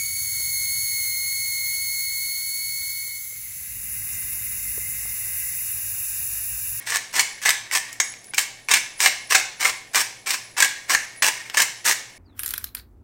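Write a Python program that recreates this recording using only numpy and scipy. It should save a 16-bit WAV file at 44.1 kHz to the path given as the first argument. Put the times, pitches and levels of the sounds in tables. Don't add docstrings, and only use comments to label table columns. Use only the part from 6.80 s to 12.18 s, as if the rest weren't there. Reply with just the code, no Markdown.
import sys
import numpy as np
from scipy import signal
from scipy.fft import rfft, irfft
from scipy.io import wavfile
from scipy.ndimage import uniform_filter1d, minimum_filter1d

SR = 44100
rng = np.random.default_rng(int(sys.argv[2]) if len(sys.argv) > 2 else 0)


def store_wav(level_fs):
    pcm = np.round(np.clip(np.atleast_2d(level_fs), -1, 1) * 32767)
    wavfile.write(sys.argv[1], SR, pcm.T.astype(np.int16))


N = 237258
TIME = np.arange(N) / SR

# (bite time [s], slack before it [s], length [s], opening level [dB],
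# closing level [dB], brightness tilt [dB], cavity pitch [Hz], weight of the lows [dB], regrip level [dB])
TWISTS = [ (0.071, .014, 0.099, -26, -25, 1, 1750, -1, -49),
          (0.339, .012, 0.074, -24, -20.5, 2.5, 2000, 3, -41),
          (0.651, 0.035, 0.065, -15, -36, 1, 1760, -4, -43),
          (0.921, .012, 0.055, -22.5, -18.5, 3, 1770, 1.5, -43),
          (1.578, .010, 0.052, -22.5, -32, 8, 1820, 3.5, -50),
          (1.891, 0.0049, 0.083, -22, -20, -2, 2387, -4.5, -43),
          (2.203, 0.017, 0.074, -18.5, -19.5, 4.5, 2300, 3.5, -44),
          (2.502, 0.0099, 0.097, -21.5, -25, 1.5, 2280, -3, -51),
          (2.805, 0.0097, 0.095, -23, -23, 1.5, 2210, 3, -49.5),
          (3.146, .013, 0.071, -17, -20.5, 3, 2270, 2.5, -52),
          (3.469, .010, 0.079, -26, -23.5, 1, 2400, -1.5, -51),
          (3.774, .008, 0.082, -22.5, -22.5, -0.5, 1710, -1.5, -42),
          (4.094, .011, 0.054, -20, -20, 2, 1740, 3, -43),
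          (4.425, 0.0048, 0.061, -19, -19, 1, 2660, 2.5, -37.5),
          (4.770, .036, 0.061, -17, -22.5, 1.5, 1716, 1.5, -45.5),
          (5.050, 0.0078, 0.075, -19.5, -18, 4.5, 1740, 3.5, -47)]


def undb(db):
    return 10 ** (np.asarray(db) / 20)


def unit(x):
    return x / np.sqrt(np.mean(x ** 2) + 1e-18)


def along(hz, table):
    points, values = np.transpose(table)
    return np.interp(np.log(hz + 1), np.log(points), values)


def bump(hz, centre_hz, width_hz):
    return 1 / (1 + (2 * (hz - centre_hz) / width_hz) ** 2)


def noise(gain):
    spectrum = rfft(rng.standard_normal(N))
    return unit(irfft(spectrum * gain(np.fft.rfftfreq(N, 1 / SR)), N))


def add(out, start, x):
    i = max(int(start * SR), 0)
    out[i:i + len(x)] += x[:max(N - i, 0)]


def background(air_db=-54.5, hum_db=-62.5):
    # (frequency [Hz], relative level [dB])
    air_colour = [(25, 3.5), (80, 0), (200, 3), (450, 2), (750, 3), (1300, -12), (2000, -29), (3500, -7),
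                  (9000, -11.5), (11500, -13), (16000, -32)]
    air = undb(air_db) * noise(lambda hz: undb(along(hz, air_colour)))
    hum = undb(hum_db) * noise(lambda hz: bump(hz, centre_hz=116.9, width_hz=17.0))
    return air + hum


def whistling(whistle_db=-58, whistle_hz=10070, wander_db=4.0, edge_s=0.0066, sputter_db=6.0):
    # (start [s], length [s], level [dB])
    spurts = [(1.242, 0.084, -44), (1.452, .06, -45), (2.037, .045, -48), (2.172, .025, -42),
              (3.638, .025, -52), (4.353, 0.059, -45)]
    wander = noise(lambda hz: bump(hz, centre_hz=3.3, width_hz=7.3) ** 2)
    level = undb(whistle_db + wander_db * wander)
    for start, length, db in spurts:
        edges = [0, edge_s, length, length + edge_s]
        level = level + undb(db) * np.interp(TIME - start, edges, [0, 1, 1, 0])
    flutter = noise(lambda hz: bump(hz, centre_hz=28, width_hz=100) ** 2)
    sputter = undb(sputter_db * np.tanh(flutter))
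    tone = noise(lambda hz: bump(hz, centre_hz=whistle_hz, width_hz=330))
    return level * unit(tone * sputter)


def kitchen(x, near_db=-5, near_t60=0.067, tail_db=-2, size=24000):
    # (centre [Hz], level before the overall tail level [dB], t60 [s])
    tail_bands = [(200, -4.5, 0.34), (704, -5.5, 0.5), (1270, -11.5, 0.51), (1880, -5, 0.41),
                  (3500, -6, 0.54), (6140, -5.5, 0.49), (8900, -6, 0.31), (14000, -9, 0.27)]
    t = np.arange(size) / SR
    centres = np.log([row[0] for row in tail_bands])
    near = undb(-60 * t / near_t60) * (t > .001)
    paths = [(rng.standard_normal(N), undb(near_db) * near / np.linalg.norm(near))]
    for share, (_, db, t60) in zip(np.eye(len(tail_bands)), tail_bands):
        band = np.sqrt(np.interp(np.log(np.fft.rfftfreq(N, 1 / SR) + 1), centres, share))
        fade = undb(-60 * t / t60) * (1 - np.exp(-t / 0.012))
        wash = irfft(rfft(rng.standard_normal(N)) * band, N)
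        paths.append((wash, undb(db + tail_db) * fade / np.linalg.norm(fade)))
    out, hop = x.copy(), SR // 20
    for i in range(0, N, hop):
        place = rng.integers(N - size)
        response = sum(wash[place:place + size] * fade for wash, fade in paths)
        add(out, i / SR, signal.fftconvolve(x[i:i + hop], response))
    return out


def mill(force, bright_db, cavity_hz, low_db, cavity_db=6, cavity_width_hz=330, size=2048):
    # (frequency [Hz], relative level [dB])
    crunch_colour = [(60, -41.5), (250, -18), (600, -11), (800, -8), (1350, -4.5), (1700, 1), (2500, 2),
                     (3200, -4), (4500, -4.5), (5500, -0.5), (8400, -3), (10800, -15.5), (13500, -13),
                     (16000, -17)]
    # (frequency [Hz], width [Hz], lift [dB])
    body_modes = [(772, 21, 6), (1000, 205, 7.5), (1146, 51, 4.5), (1610, 74, 0.5), (1713, 147, 4),
                  (2130, 37, 0.5), (2290, 43, -2.5), (2490, 55, -6), (3630, 120, 0), (5490, 110, 1),
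                  (6650, 890, -3), (8740, 330, 2)]
    hz = np.fft.rfftfreq(size, 1 / SR)
    db = along(hz, crunch_colour) + sum(lift * bump(hz, f, w) for f, w, lift in body_modes)
    db = db + cavity_db * bump(hz, cavity_hz, cavity_width_hz)
    db = db + bright_db * np.tanh(np.log((hz + 1) / 3500))
    db = db + low_db / (1 + (hz / 1300) ** 4)
    cepstrum = irfft(np.log(undb(db)))
    cepstrum[1:size // 2] *= 2
    cepstrum[size // 2 + 1:] = 0
    return signal.fftconvolve(force, irfft(np.exp(rfft(cepstrum))))


def fractures(t, per_s, spread_db):
    chance, size, sign = rng.random((3, len(t)))
    strength = undb(spread_db * -np.log(.02 + .98 * size))
    return (chance < per_s / SR) * np.sign(sign - .5) * strength


def handling(unrest_db=3.0, hold_db=-59, settle_db=-43, rise_s=.04, fade_db_per_s=69):
    slide = undb(hold_db)
    for start, _, length, *_, regrip_db in TWISTS:
        since = np.maximum(TIME - start - length, 0)
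        swell = np.minimum(since / rise_s, 1)
        slide = slide + swell * undb(regrip_db - fade_db_per_s * np.maximum(since - rise_s, 0))
    stir = undb(unrest_db * noise(lambda hz: bump(hz, centre_hz=11, width_hz=46)))
    rub = fractures(TIME, per_s=2500, spread_db=3.5) * stir
    body = mill(rub, bright_db=-2.5, cavity_hz=2207, low_db=-3, cavity_db=17.5, cavity_width_hz=190)
    body = body + mill(rub, bright_db=-3.5, cavity_hz=1866, low_db=-9.0, cavity_db=17, cavity_width_hz=130)
    settling = undb(settle_db - fade_db_per_s * TIME)
    return unit(body[:N]) * (slide + settling)


def snap(db, crumble_s, bright_db, cavity_hz, cavity_db, ring_db, width_hz=200, low_db=-4.5,
         ring_db_per_octave=1.5, split_db=-5, size=6000):
    # (frequency [Hz], relative level before the tilt per octave [dB], t60 [s])
    burr_modes = [(855, -11, 0.13), (2110, -22, .06), (2190, 4, 0.19), (2904, -11.5, 0.07),
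                  (4560, -30, .02), (6380, 1, 0.06), (6670, -11, 0.055), (6620, 1.5, 0.087),
                  (6590, -14, 0.027), (7100, -22, .06)]
    waver_share = 0.047
    t = np.arange(size) / SR
    avalanche = np.sqrt(t / crumble_s) * np.exp(-(t / crumble_s) ** 1.45)
    force = fractures(t, per_s=18000, spread_db=2.0) * avalanche
    force[np.argmax(avalanche)] += undb(split_db) * np.linalg.norm(force)
    crack = mill(force, bright_db, cavity_hz, low_db, cavity_db, cavity_width_hz=width_hz)
    crack = unit(crack[:size])
    waver = unit(uniform_filter1d(rng.standard_normal((len(burr_modes), size)), size=60, axis=1))
    clocks = np.cumsum(1 + waver_share * waver, axis=1) / SR
    ring = np.zeros(size)
    for (f, mode_db, t60), clock in zip(burr_modes, clocks):
        decay = undb(mode_db + ring_db_per_octave * np.log2(f) - 60 * t / t60)
        ring += decay * np.sin(2 * np.pi * f * clock)
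    gain = undb(db) * np.sqrt(.006 * SR / size)
    return gain * (crack + undb(ring_db) * unit(ring))


def ticking(hard_db_per_octave=7.5):
    # (time [s], level [dB], brightness tilt [dB],
    # cavity pitch [Hz], cavity lift [dB], burr ring against the knock [dB])
    knocks = [(1.128, -33.5, 16, 2190, 3, -20), (1.2008, -12.5, 0.5, 3890, 5, -3.5),
              (1.338, -38.5, -1, 2250, 12, -19), (1.443, -44, 13, 2200, 3, -19.5),
              (4.698, -31, -1.5, 3320, 14.5, -21)]
    out = np.zeros(N)
    for start, db, bright_db, cavity_hz, cavity_db, ring_db in knocks:
        tick = snap(db, .0022, bright_db, cavity_hz, cavity_db, ring_db, width_hz=720, low_db=-4,
                    ring_db_per_octave=hard_db_per_octave, split_db=1.5)
        add(out, start, tick)
    return out


def cracking():
    # (time [s], level [dB], crumbling time [s], brightness tilt [dB],
    # cavity pitch [Hz], cavity lift [dB], burr ring against the crack [dB])
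    corns = [ (0.121, -23, 0.0034, -8, 1830, 0, -13), (0.158, -21, 0.0019, 4, 1790, 12, -5),
             (0.394, -11, 0.0031, 1, 2010, 14, -7), (0.657, -15, .003, -15, 1730, 8, -7),
             (0.684, -18.5, 0.0036, -9, 1730, 3, -13), (0.691, -10, 0.0022, 3, 1790, 3, -24),
             (0.705, -14, 0.0014, 0, 1800, 10, -20), (0.912, -25, 0.0023, -6, 2230, 11, -16),
             (1.536, -28.5, .0023, -9, 2310, 14.5, -16), (1.543, -26, 0.0059, 6, 2370, 9, -16),
             (1.580, -11, 0.0047, -1.5, 2200, 6.5, -22), (1.591, -21, 0.0021, 6, 1780, 3, -30),
             (1.8864, -21, 0.00065, -8, 2240, 13, -23), (1.912, -11, 0.0061, 0, 2360, 4, -8.5),
             (1.9368, -8.5, 0.0037, 0.5, 2344, 16, -10), (2.203, -16.5, 0.0022, -1, 2100, 9, -9),
             (2.259, -7, 0.0022, -5, 2110, 10, -13), (2.508, -21.5, .003, -2, 1980, -1, -10),
             (2.522, -15, 0.002, -6, 1860, 10, -22), (2.547, -10.5, 0.0048, -4, 2190, 7, -23),
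             (2.5514, -6.5, 0.0035, -3.5, 2100, 1, -8.5), (2.827, -22.5, 0.0019, -3, 2260, 15, -28),
             (2.852, -12.5, 0.005, -7, 2140, 11, -12), (3.146, -19.5, 0.0019, -4, 1990, 7, -22),
             (3.504, -17.5, 0.0068, 3, 2280, 3, -22), (3.803, -11.5, .0022, 0.5, 1710, -13, -12.5),
             (3.8232, -7, .004, -0.5, 1656, 16.5, -14), (3.846, -18.5, 0.0022, 2, 1750, 11, -12),
             (4.096, -25, .0015, -1, 2200, 12, -15), (4.108, -20.5, 0.0019, -1, 2200, 14, -12),
             (4.1487, -12, .0012, -2.5, 1774, 11, -7), (4.422, -14, 0.0036, -3, 2600, 8, -15),
             (4.431, -21, 0.0028, -3, 1790, 9, -18), (4.444, -16.5, .002, 0, 2860, 10, -21),
             (4.465, -17.5, .0014, 8, 1640, 14, -17), (4.745, -22.5, 0.0026, -7.5, 1700, -4, -21),
             (4.770, -17, 0.0037, -3, 1660, 12, -6), (4.799, -13.5, 0.0067, -1.5, 1660, -8, -12),
             (4.818, -14, 0.0051, 8, 2130, 8, -11), (5.075, -18, 0.003, -7, 1720, -10, -22),
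             (5.112, -17.5, .001, 2, 1720, 8, -11)]
    out = np.zeros(N)
    for start, *corn in corns:
        add(out, start, snap(*corn))
    return out


def crumbs(t, per_s, spread_db, surge_db=3.0):
    catches = t[0] + np.cumsum(rng.uniform(0.00223, 0.00727, size=100))
    surge = np.interp(t, catches, rng.standard_normal(len(catches)))
    return unit(fractures(t, per_s, spread_db) * undb(surge_db * surge))


def grinding(slack_db=-33, touch_db=-40, bite_s=.002, release_s=.006, contrast_db=3):
    out = np.zeros(N)
    for start, slack_s, length, open_db, close_db, bright_db, cavity_hz, low_db, _ in TWISTS:
        t = np.arange(int((slack_s + length + 5 * release_s) * SR)) / SR - slack_s
        moments = [-slack_s, -slack_s / 2, 0, bite_s, length]
        press_db = np.interp(t, moments, [touch_db, slack_db, slack_db, open_db, close_db])
        effort = undb(press_db) * np.exp(-np.maximum(t - length, 0) / release_s)
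        coarse_force = crumbs(t, per_s=4000, spread_db=4) * effort
        coarse = mill(coarse_force, bright_db - contrast_db, cavity_hz, low_db,
                      cavity_db=4.5, cavity_width_hz=140)
        fine_force = crumbs(t, per_s=2000, spread_db=5) * effort
        fine = mill(fine_force, bright_db + contrast_db, cavity_hz, low_db)
        sound = unit(coarse) + unit(fine)
        add(out, start - slack_s, sound * np.linalg.norm(effort) / np.linalg.norm(sound))
    return out


def scene():
    mill_sounds = grinding() + cracking() + ticking() + handling()
    return (kitchen(mill_sounds) + background() + whistling())[None]


def record(dry, top_hz=15900):
    room_left = 1 / np.maximum(np.abs(dry), 1)
    gain = uniform_filter1d(minimum_filter1d(room_left, size=45), size=45)
    top_cut = signal.ellip(10, .2, 70, top_hz, fs=SR, output="sos")
    return signal.sosfilt(top_cut, dry * gain)


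dry = scene()
out = record(dry)
store_wav(out)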